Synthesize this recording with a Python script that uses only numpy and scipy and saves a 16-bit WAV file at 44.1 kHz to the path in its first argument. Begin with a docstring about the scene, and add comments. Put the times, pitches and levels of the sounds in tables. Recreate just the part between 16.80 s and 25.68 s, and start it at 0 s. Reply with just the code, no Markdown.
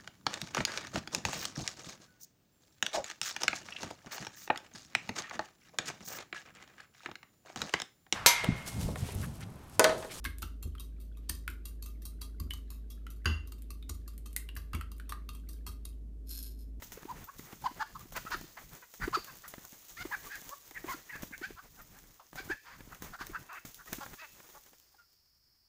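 """A snared junglefowl thrashes in dry leaf litter among plantation trees. From the start, leaves rustle
and snap, wings clap and slap, and stirred air rumbles on the microphone. Clucks and squawks from its
syrinx join at 0.3 s and peak near 2.3 s, with thin rings as of metal on the tether. The struggle goes on
in bouts, the trunks echoing thinly. Near 8 s it dies down and the hiss of far cicadas rises."""
import sys
import numpy as np
from scipy import signal
from scipy.fft import rfft, irfft, next_fast_len
from scipy.io import wavfile
from scipy.ndimage import uniform_filter1d, map_coordinates

SR = 44100
rng = np.random.default_rng(int(sys.argv[2]) if len(sys.argv) > 2 else 0)


def inscribe(sig):
    """Save sig as 16-bit PCM at rate SR to the path in sys.argv[1].

    A 1-D sig is mono; a 2-D sig holds one channel per row.
    Samples are clipped to [-1, 1] before scaling.
    """
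    pcm = np.round(np.clip(np.atleast_2d(sig).T, -1, 1) * 32767)
    wavfile.write(sys.argv[1], SR, pcm.astype(np.int16))


N = 391608

# bright spectrum of dry leaves: freq_hz, density_db
LEAF_SPECTRUM = [(600, -57), (2000, -14), (3500, -7), (4700, -9.5), (6560, -1), (8800, -11), (11500, -10.5),
                 (14200, -4.5), (15000, 3), (15500, -4)]
# dull spectrum of deep litter, feathers and impacts: freq_hz, density_db
DULL_SPECTRUM = [(150, -15.5), (300, 1), (650, -2.5), (1200, -2.5), (2000, -4.5), (3500, -15.5),
                 (6000, -22.5)]


def amp(db):
    """dB to gain."""
    return 10 ** (np.asarray(db) / 20)


def unit_rms(x):
    """x at rms 1."""
    return x / np.sqrt(np.mean(x ** 2) + 1e-20)


def at_hz(points, hz):
    """Interpolate (freq_hz, value) points on a log axis."""
    freq_hz, values = np.transpose(points)
    return np.interp(np.log(hz + 1), np.log(freq_hz + 1), values)


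def timeline(points):
    """Interpolate (time_s, value) points per sample."""
    return np.interp(np.arange(N) / SR, *np.transpose(points))


def wobble(rate_hz, size=N):
    """Smooth random curve, rate_hz knots a second."""
    knots = rng.standard_normal(int(size * rate_hz / SR) + 4)
    return map_coordinates(knots, [np.arange(size) * rate_hz / SR])


def filtered(x, response):
    """Apply the gain response(hz) by FFT."""
    size = next_fast_len(len(x) + 8192)
    return irfft(rfft(x, size) * response(np.fft.rfftfreq(size, 1 / SR)), size)[:len(x)]


def coloured(x, spectrum):
    """x shaped by (freq_hz, gain_db) points, at rms 1."""
    return unit_rms(filtered(x, lambda hz: amp(at_hz(spectrum, hz))))


def noise(spectrum, size=N):
    """Coloured noise at rms 1."""
    return coloured(rng.standard_normal(size), spectrum)


def add(track, start_s, sound):
    """Mix sound into track in place."""
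    part = track[round(start_s * SR):][:len(sound)]
    part += sound[:len(part)]


def clucks():
    """Syrinx harmonics pass two throat resonances; a rough voice shakes in pitch and turns to hiss."""
    # start_s, rise_ms, hold_ms, fall_ms, level_db, start_hz, mid_hz, end_hz,
    # throat_hz, width_hz, roughness (0-1), rasp_db, upper_db
    calls = [(.28, 18, 20, 11, -39.5, 795, 1041, 775, 1010, 270, 0.24, -6.5, -21),
             (0.471, 21.3, 4, 16, -45.5, 406, 537, 560, 1230, 330, 0.32, -14.5, -13),
             (.838, 5, 11.7, 4.5, -37.5, 950, 800, 750, 900, 400, 0.25, 1, -42),
             (.852, 9.9, 6.3, 12.7, -28, 803, 1054, 760, 1080, 400, 0.21, -1.5, -42.5),
             (.993, 17.3, 19, 6, -33, 796, 858, 760, 1320, 400, 0.57, 2, -49),
             (1.147, 13.2, 2, 12, -40, 1051, 1149, 1070, 1140, 220, 0.7, -8.5, -23),
             (1.195, 20, 3, 6.4, -54, 1238, 1187, 1114, 1216, 654, .2, 0.5, -24),
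             (1.344, 28.5, 6, 13, -37.5, 519.5, 481, 480, 1220, 830, .8, 9, -33),
             (1.458, 7.7, 10, 16, -42, 590, 657, 700, 1370, 400, 0.44, -4, -12.5),
             (1.506, 14.1, 22, 24, -34.5, 524.4, 468, 465, 1430, 390, 0.78, 7.5, -36),
             (1.767, 6.9, 3, 32, -45, 393.4, 337, 420, 1430, 770, 0.7, 2, -26),
             (2.019, 5.6, 10, 25, -53, 495, 484, 500, 990, 1300, 0.46, -8, -35.5),
             (2.205, 20.5, 25, 11.4, -36.5, 798, 883, 740, 1630, 450, 0.89, 0.5, -33),
             (2.325, 6, 12, 3.4, -36.5, 1026, 1020, 1100, 1180, 500, 0.58, 4, -29),
             (2.338, 9, 11.3, 11.3, -27.5, 1127, 1360, 970, 1250, 450, 0.25, 4, -26),
             (2.461, 23, 20, 14, -50.5, 612, 517, 540, 1340, 570, 0.51, -18, -2),
             (2.635, 9, 3, 36, -47.5, 557, 564, 705, 1430, 561, .8, 4, -19),
             (2.837, 13, 2, 8.3, -54.5, 289, 359, 370, 1080, 520, 0.59, -11, -22.5),
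             (3.166, 6.8, 36, 6, -47.5, 573, 690, 697, 1910, 500, .3, 8, -19),
             (3.2, 10, 18, 6, -42.5, 717, 750, 730, 1660, 660, 0.32, 9.5, -17),
             (3.306, 12, 5.9, 4.5, -40, 780, 1003, 1090, 1300, 700, .25, -8, -30),
             (3.32, 7.3, 24.3, 8.9, -35, 865, 826, 750, 1590, 440, 0.4, -6, -32),
             (3.454, 19.5, 2, 6.5, -49, 1270, 1135, 1140, 1216, 644, .05, 8.5, -24),
             (3.495, 21, 40, 30.5, -44, 778, 808, 920, 1780, 410, 0.57, 4.5, -24),
             (3.7, 32, 4, 15, -42.5, 495.5, 600, 515, 1070, 370, 0.27, -9, -28),
             (3.944, 30, 3, 12, -40, 1044, 920, 860, 1940, 420, 0.54, -7.5, -37),
             (4.077, 11.5, 32, 9.4, -39, 925, 1092, 960, 1320, 778, 0.34, -.5, -41),
             (4.12, 5, 15, 14, -43.5, 1446, 1395, 1350, 1431, 780, 0.49, 8.5, -28),
             (4.288, 13, 5, 18, -44, 938, 936, 940, 1900, 504, 0.48, -8, -7),
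             (4.315, 18, 25, 36, -44, 927, 852, 834, 1786, 500, 0.48, -3.5, -32),
             (4.52, 15, 6, 24, -42.5, 870, 801, 860, 1880, 350, 0.58, -16, -13),
             (4.617, 24, 4.9, 31, -37.5, 559, 810, 833, 1710, 440, 0.34, 4.5, -2),
             (4.761, 28, 3, 24, -47, 346, 352, 390, 1325, 360, .44, -1, -21),
             (4.965, 36, 3, 29, -53, 826, 637, 614, 1270, 640, 0.6, -3.5, -26),
             (5.15, 14.4, 16, 18, -60, 744, 833, 802, 1410, 680, .6, 2, -32),
             (5.392, 7.5, 3, 35, -53.5, 282, 292, 355, 950, 400, 1, 4.5, -15.5),
             (5.56, 28, 3, 38, -42, 728, 777, 780, 1550, 690, .5, 10.5, -17),
             (5.69, 24, 7, 26, -33.5, 688, 880, 820, 1750, 470, 0.28, -0.5, -33),
             (5.84, 28, 70, 49, -54, 513, 523, 490, 1500, 830, .84, 9.5, -32),
             (6.109, 19, 3, 17, -48, 664, 709, 800, 1320, 510, 0.74, -1.5, -14),
             (6.322, 17, 15, 12, -45.5, 664, 732, 715, 1340, 550, 0.63, 3, -27),
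             (6.388, 25.6, 4, 30, -39.5, 633, 758, 690, 1380, 480, 0.95, 8, -16),
             (6.53, 20.3, 11, 22, -38, 523, 487, 490, 1450, 320, 0.64, -4.5, -12),
             (6.686, 10.2, 49, 14, -47.5, 312.4, 367.5, 378, 1350, 443, 0.61, -3, -1),
             (6.742, 11.4, 33, 8, -47, 375, 373, 333, 1690, 704, 0.66, -3, 1),
             (6.98, 21, 8, 29, -52.5, 443, 515, 470, 1440, 400, 0.81, -12, -29),
             (7.066, 12, 3, 20, -51.5, 615, 626, 650, 1670, 520, .4, 2.5, -33),
             (7.202, 9.3, 29, 12, -43.5, 267.3, 281, 266, 1110, 506, .4, 4.5, -23),
             (7.37, 27, 24, 5.5, -50, 575, 627, 675, 1760, 590, 0.47, 10, 6),
             (7.411, 13, 26, 16, -50, 344.6, 305, 273, 1440, 960, 0.37, 4, 2),
             (7.745, 4.9, 28, 8.8, -56, 291, 289, 277, 960, 500, 0.36, -3, -26),
             (8.141, 5, 2, 7.9, -62, 830, 874, 790, 1012, 490, 0.27, 5.5, -24),
             (8.18, 7.2, 10, 53, -61.5, 1430, 1400, 1380, 1330, 710, 0.31, -4, -30)]
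    # rasp above the resonances: freq_hz, gain_db
    rasp_spectrum = [(1200, -51), (2200, -24.5), (3200, -22.5), (4000, -23.5), (4800, -20), (5600, -28.5),
                     (6500, -25.5), (9000, -41.5), (15000, -38.5)]
    upper_hz, upper_width_hz = 2650, 36  # second windpipe resonance
    fade_db, fade_power = 19, 1.24
    gape = 0.13  # resonances start this share lower while the beak opens
    out, harmonics = np.zeros(N), np.arange(1, 13)[:, None]
    for (start_s, rise_ms, hold_ms, fall_ms, level_db, *pitch_hz,
         throat_hz, width_hz, roughness, rasp_db, upper_db) in calls:
        def throat(hz):
            lower = 1 / (1 + abs((hz - throat_hz) / width_hz) ** 3)
            upper = amp(upper_db) / (1 + ((hz - upper_hz) / upper_width_hz) ** 2)
            return (lower + upper) * hz ** 4 / (hz ** 4 + 520 ** 4)  # a small beak radiates little bass

        corners_s = start_s + np.cumsum([0, rise_ms, hold_ms, fall_ms]) / 1000
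        _, top_s, release_s, end_s = corners_s
        t = np.arange(start_s - 0.004, end_s + 0.0074, 1 / SR)
        jitter = 1 + 0.0923 * roughness * wobble(151, len(t))
        f0_hz = np.interp(t, [start_s, (top_s + release_s) / 2, end_s], pitch_hz) * jitter
        phase = 2 * np.pi * np.cumsum(f0_hz) / SR
        opening = np.interp(t, [start_s, release_s], [1 - gape, 1])
        gains = throat(harmonics * f0_hz / opening)
        offsets = rng.uniform(0, 2 * np.pi, harmonics.shape)
        tone = np.sum(gains * np.sin(harmonics * phase + offsets), axis=0)
        tone /= np.sqrt(np.sum(gains ** 2, axis=0) / 2)
        tone *= amp(0.66 * roughness * wobble(210, len(t)))
        hiss = unit_rms(filtered(rng.standard_normal(len(t)), throat))
        # the membranes release one turbulent puff per cycle
        puffs = rng.standard_normal(len(t)) * (1 + 0.27 * np.cos(phase))
        buzz = np.sum(amp(at_hz(rasp_spectrum, harmonics * f0_hz)) * np.sin(harmonics * phase), axis=0)
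        rasp = coloured(puffs, rasp_spectrum) + amp(-5) * unit_rms(buzz)
        voice = np.sqrt(1 - roughness ** 2) * tone + roughness * hiss + amp(rasp_db - 18.5) * rasp
        envelope = amp(level_db - fade_db * np.interp(t, corners_s, [1, 0, 0, 1]) ** fade_power)
        edges = np.clip(np.minimum(t - t[0], t[-1] - t) / 0.006, 0, 1)
        add(out, t[0], edges * envelope * voice)
    return out


def wing_claps():
    """Air trapped between the wings swells for a few low cycles; ruffled feathers trail it."""
    # time_s, level_db, pitch_hz, cycles
    claps = [(0.173, -40.5, 456, 5.7), (0.253, -38.5, 330, 3.8), (0.912, -44, 268, 3.8),
             (1.254, -47, 312, 3.9), (1.543, -40, 347, 6.9), (1.64, -45.5, 318, 4.4),
             (2.277, -27.5, 358, 4.5), (2.37, -31.5, 368, 6.5), (3.251, -33.5, 342, 5.9),
             (4.041, -35.5, 334, 6), (4.141, -41, 306, 6.4), (4.508, -46.5, 258, 4.8),
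             (4.614, -37.5, 332, 4.4), (4.706, -39, 353, 3.3), (5.601, -40.5, 360, 3.7),
             (5.698, -32, 352, 6.2), (6.409, -40.5, 312, 3.5), (6.495, -40.5, 339, 5.6),
             (7.183, -38, 268, 3.4), (7.921, -61, 273, 3)]
    out = np.zeros(N)
    for time_s, level_db, pitch_hz, cycles in claps:
        length_s = cycles / pitch_hz
        progress = np.arange(round(4 * length_s * SR)) / SR / length_s
        swell = np.sin(np.pi * np.minimum(progress / 0.9, 1)) ** 2
        hollow = swell * np.sin(2 * np.pi * cycles * progress)
        trail = (1 - np.exp(-4 * progress)) * np.exp(-1.3 * progress)
        feathers = trail * noise(DULL_SPECTRUM, len(progress))
        add(out, time_s - 0.002, amp(level_db) * (hollow + 0.4 * feathers))
    return out


def ground_slaps():
    """Wing or foot hits the ground: a push of air that swings back once, and a short dull burst."""
    # time_s, level_db, body_db
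    hits = [(.226, -48.5, 4.5), (0.59, -42.5, 0), (0.727, -41.5, -24), (0.818, -55.5, 9),
            (1.447, -42, -0.5), (1.608, -46.5, 2), (2.195, -50, -0.5), (2.734, -44, 7.5),
            (2.777, -42.5, -3), (2.924, -51.5, -2), (3.616, -51, 4), (4.351, -45.5, 8), (4.428, -35, -1.5),
            (5.234, -59.5, 2), (5.526, -53, 7.5), (5.673, -46, -5), (6.002, -45, 3), (6.071, -47.5, -19.5),
            (6.219, -41.5, -17), (6.846, -42, -0.5), (7.119, -43, 2), (7.124, -36, -4.5), (7.258, -47.5, 8),
            (7.335, -49, 8), (7.597, -58, 11), (7.859, -66, 9)]
    push_hz, burst_t60_s = 232, 0.027
    out, t = np.zeros(N), np.arange(SR // 20) / SR
    push = -3.1 * np.sin(2 * np.pi * push_hz * t) * np.exp(-2.2 * push_hz * t)
    push *= 1 - np.exp(-t / 0.00045)
    for time_s, level_db, body_db in hits:
        envelope = amp(body_db - 60 * t / burst_t60_s) * (1 - np.exp(-t / 0.00053))
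        burst = envelope * noise(DULL_SPECTRUM, len(t))
        add(out, time_s + 0.0041, amp(level_db) * (push + burst))
    return out


def twig_snaps():
    """A twig or leaf breaks sharply with a dull body; thrown leaves settle in clumps."""
    # start_s, level_db, body_db, scatter_db
    breaks = [(0.022, -33.5, -2.5, -4), (0.1204, -31, -6.5, -9), (0.4423, -34.5, -32.5, -17),
              (0.5836, -43, -12, 1), (0.726, -41, 4, -16), (1.1939, -36.5, -11.5, -9),
              (1.3221, -37, -2, -2.5), (1.363, -30.5, 2, -4.5), (1.506, -35.5, -0.5, -7),
              (1.6125, -32, -20, -19), (1.951, -37.5, -10.5, -10), (2.1386, -35, -8, -8),
              (2.445, -30, -18.5, -15.5), (2.5546, -41, -11.5, -10), (2.6793, -31.5, -17.5, -10),
              (2.8515, -31, -21.5, -21.5), (2.8937, -43, -28, -7.5), (2.922, -44.5, -20, -5.5),
              (3.0842, -36, -32.5, -6), (3.4714, -43.5, -4, -18), (3.5554, -30.5, -21.5, -20.5),
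              (3.692, -27, -13.5, -13), (3.91, -36.5, -3, -13), (4.0941, -34.5, -20.5, 1),
              (4.422, -31.5, -7.5, -5), (4.579, -34.5, -11.5, -14), (5.0157, -42, -25, -17),
              (5.188, -38, -12, -13.5), (5.5565, -36, 0, -7), (5.6441, -45, -17, -0.5),
              (6.1474, -36.5, -3.5, -13.5), (6.2221, -31, -5.5, -7), (6.4684, -29, -10.5, -21.5),
              (6.7297, -38, -13, -9.5), (6.8517, -38, -5.5, 1), (6.9446, -29, -29, -16),
              (7.0584, -40, -8, -4.5), (7.1304, -20.5, -8, -14.5), (7.3337, -40.5, 0.5, -3.5),
              (7.69, -47.5, -2, -14), (7.698, -48.5, 1, -8), (7.9314, -49.5, 1, -10),
              (7.984, -47.5, -29.5, -25), (7.9994, -43, -25, -27), (8.1003, -57.5, -16.5, -14.5),
              (8.3299, -52, -19, -14.5)]
    crack_t60_s, body_t60_s, scatter_t60_s = 0.015, 0.051, 0.25
    out, t = np.zeros(N), np.arange(SR // 8) / SR
    impulse = signal.unit_impulse(64, 24)
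    click = filtered(impulse, lambda hz: amp(1.2 * at_hz(LEAF_SPECTRUM, hz)))
    crack = amp(-4.5 - 60 * t / crack_t60_s)
    for start_s, level_db, body_db, scatter_db in breaks:
        bright = noise(LEAF_SPECTRUM, len(t))
        body = noise(DULL_SPECTRUM, len(t)) * amp(body_db - 60 * t / body_t60_s)
        settling = amp(scatter_db - 60 * t / scatter_t60_s + 2.8 * wobble(121, len(t)))
        settling *= 1 - np.exp(-t / 0.0033)
        add(out, start_s, amp(level_db - 7.5) * (bright * (crack + settling) + body))
        add(out, start_s, -amp(level_db + 5.5) * click / click.max())
    return out


def tether_rings():
    """Thin decaying tones that waver, as of small metal swinging on the tether."""
    # start_s, pitch_hz, level_db, t60_s
    pings = [(2.226, 4700, -51, 0.2), (2.344, 4630, -37.5, 0.24), (2.68, 10600, -45, 0.083),
             (2.68, 13400, -42, 0.068), (.443, 13500, -42, 0.056), (5.017, 13400, -46, 0.059),
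             (5.645, 10700, -62, 0.092), (5.645, 13400, -57, .1)]
    out, t = np.zeros(N), np.arange(SR // 4) / SR
    for start_s, pitch_hz, level_db, t60_s in pings:
        tone = np.sin(2 * np.pi * pitch_hz * t + 1.3 * wobble(300, len(t)))
        envelope = amp(level_db - 60 * t / t60_s) * (1 - np.exp(-t / 0.0022))
        add(out, start_s, envelope * tone)
    return out


def wing_bouts():
    """Gains of stirred air and deep litter: each bout of beating rises fast, holds and settles."""
    # start_s, length_s, air_db, deep_db
    bouts = [(0, 0.44, -57, -64), (0.567, 0.092, -59.5, -65), (0.745, .45, -59, -67),
             (1.208, 0.43, -57, -67), (1.684, 0.26, -63, -68.5), (2.205, 0.19, -55.5, -60),
             (2.454, 0.34, -67.5, -71.5), (2.927, 0.029, -76.5, -78), (3.167, 0.1, -57, -72),
             (3.372, 0.33, -68.5, -67), (3.892, 0.28, -60.5, -63.5), (4.22, 0.2, -72, -70),
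             (4.396, 0.35, -59, -66.5), (4.838, 0.47, -64.5, -73), (5.53, 0.21, -57.5, -63.5),
             (5.884, .28, -65.5, -71), (6.206, 0.42, -60, -67), (6.857, 0.04, -63, -65),
             (6.95, 0.15, -72.5, -76.5), (7.097, 0.23, -58.5, -67.5), (7.506, 0.33, -80.5, -89)]
    rise_s, fall_s = 0.013, np.array([[0.022], [0.052]])  # fall: air, litter
    hop = 32
    t, gains = np.arange(0, N, hop) / SR, 0
    for start_s, length_s, *levels_db in bouts:
        ramps = np.minimum((t - start_s) / rise_s, (start_s + length_s - t) / fall_s)
        gains += amp(levels_db)[:, None] * np.exp(np.minimum(0, ramps))
    return np.repeat(gains, hop, axis=1)[:, :N]


def leaf_crackle(rate_hz, spread_db):
    """Bright noise carrying random clicks of dry leaves."""
    onsets = rng.random(N) < rate_hz / SR
    clicks = onsets * amp(np.minimum(spread_db * rng.exponential(size=N), 13))
    envelope = 1 + 24 * uniform_filter1d(clicks, size=24)
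    return coloured(rng.standard_normal(N) * envelope, LEAF_SPECTRUM)


def thrashing():
    """Leaves rustle in clumps, deep litter follows, and wing gusts buffet the microphone."""
    # dry leaves: time_s, level_db
    rustle_levels = [(0.0, -63.5), (0.47, -63), (0.79, -57.5), (1.26, -66), (1.48, -56.5), (1.98, -60),
                     (2.4, -58), (2.65, -58.5), (2.92, -56.5), (3.58, -51.5), (3.83, -56.5), (4.57, -60.5),
                     (4.72, -61), (5.96, -65.5), (6.4, -60.5), (6.73, -65.5), (6.87, -65), (7.05, -58.5),
                     (7.22, -53), (7.37, -60), (7.71, -56.5), (7.99, -66), (8.36, -76), (8.88, -85)]
    # gust rumble: freq_hz, density_db
    air_spectrum = [(15, -20.5), (30, 0.5), (60, -10), (160, -9), (300, -19), (600, -42.5)]
    rustle = amp(timeline(rustle_levels))
    bout_air, bout_deep = wing_bouts()
    tossed = amp(-4) * bout_deep
    clumps = wobble(25)
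    leaf_gain = (rustle + tossed) * amp(1.3 * clumps + 0.89 * wobble(90))
    leaves = leaf_gain * leaf_crackle(rate_hz=110, spread_db=2.5)
    deep_gain = (bout_deep + amp(-12.5) * rustle) * amp(3.7 * clumps + 2.7 * wobble(40))
    deep = deep_gain * noise(DULL_SPECTRUM)
    air_gain = (bout_air + amp(-21.5) * rustle) * amp(3.3 * clumps + 3.3 * wobble(25))
    return leaves + deep + air_gain * noise(air_spectrum)


def trunk_echo(x):
    """The trunks return a diffuse tail; each frequency decays at its own rate."""
    # freq_hz, t60_s
    decay_times = [(300, 0.067), (1500, 0.21), (5000, 0.83), (12000, 0.21)]
    hz, t, bins = signal.stft(rng.standard_normal(SR // 2), SR, nperseg=256)
    decay = amp(-60 * t / at_hz(decay_times, hz)[:, None])
    _, tail = signal.istft(bins * decay, SR, nperseg=256)
    delayed = np.pad(x, (300, 0))
    return signal.fftconvolve(delayed, tail / np.linalg.norm(tail))[:N]


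def cicadas():
    """Far chorus: a band of hiss with fast flutter."""
    # time_s, level_db
    chorus_levels = [(0, -80), (7.9, -78), (8.1, -72.5), (8.88, -73)]
    # freq_hz, density_db
    chorus_spectrum = [(3600, -53), (4300, -10.5), (5200, -3), (5700, -10.5), (6100, -44)]
    return amp(timeline(chorus_levels) + 0.81 * wobble(49)) * noise(chorus_spectrum)


def hush():
    """Still air and microphone self-noise."""
    # freq_hz, density_db
    hush_spectrum = [(20, -12.5), (60, -4.5), (200, -18.5), (500, -28.5), (1500, -26), (4000, -32.5),
                     (10000, -31.5), (13500, -27), (15500, -19.5)]
    return amp(-72) * noise(hush_spectrum)


def scene():
    """Bird, litter, echo and background at one microphone."""
    voice = clucks()
    blows = wing_claps() + ground_slaps() + twig_snaps() + tether_rings()
    echo = trunk_echo(amp(-11.5) * voice + amp(-14.5) * blows)
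    return (voice + blows + echo + thrashing() + cicadas() + hush())[None]


def record(dry):
    """Brick-wall low-pass."""
    cutoff_hz = 15600
    return filtered(dry[0], lambda hz: hz < cutoff_hz)[None]


dry = scene()
out = record(dry)
inscribe(out)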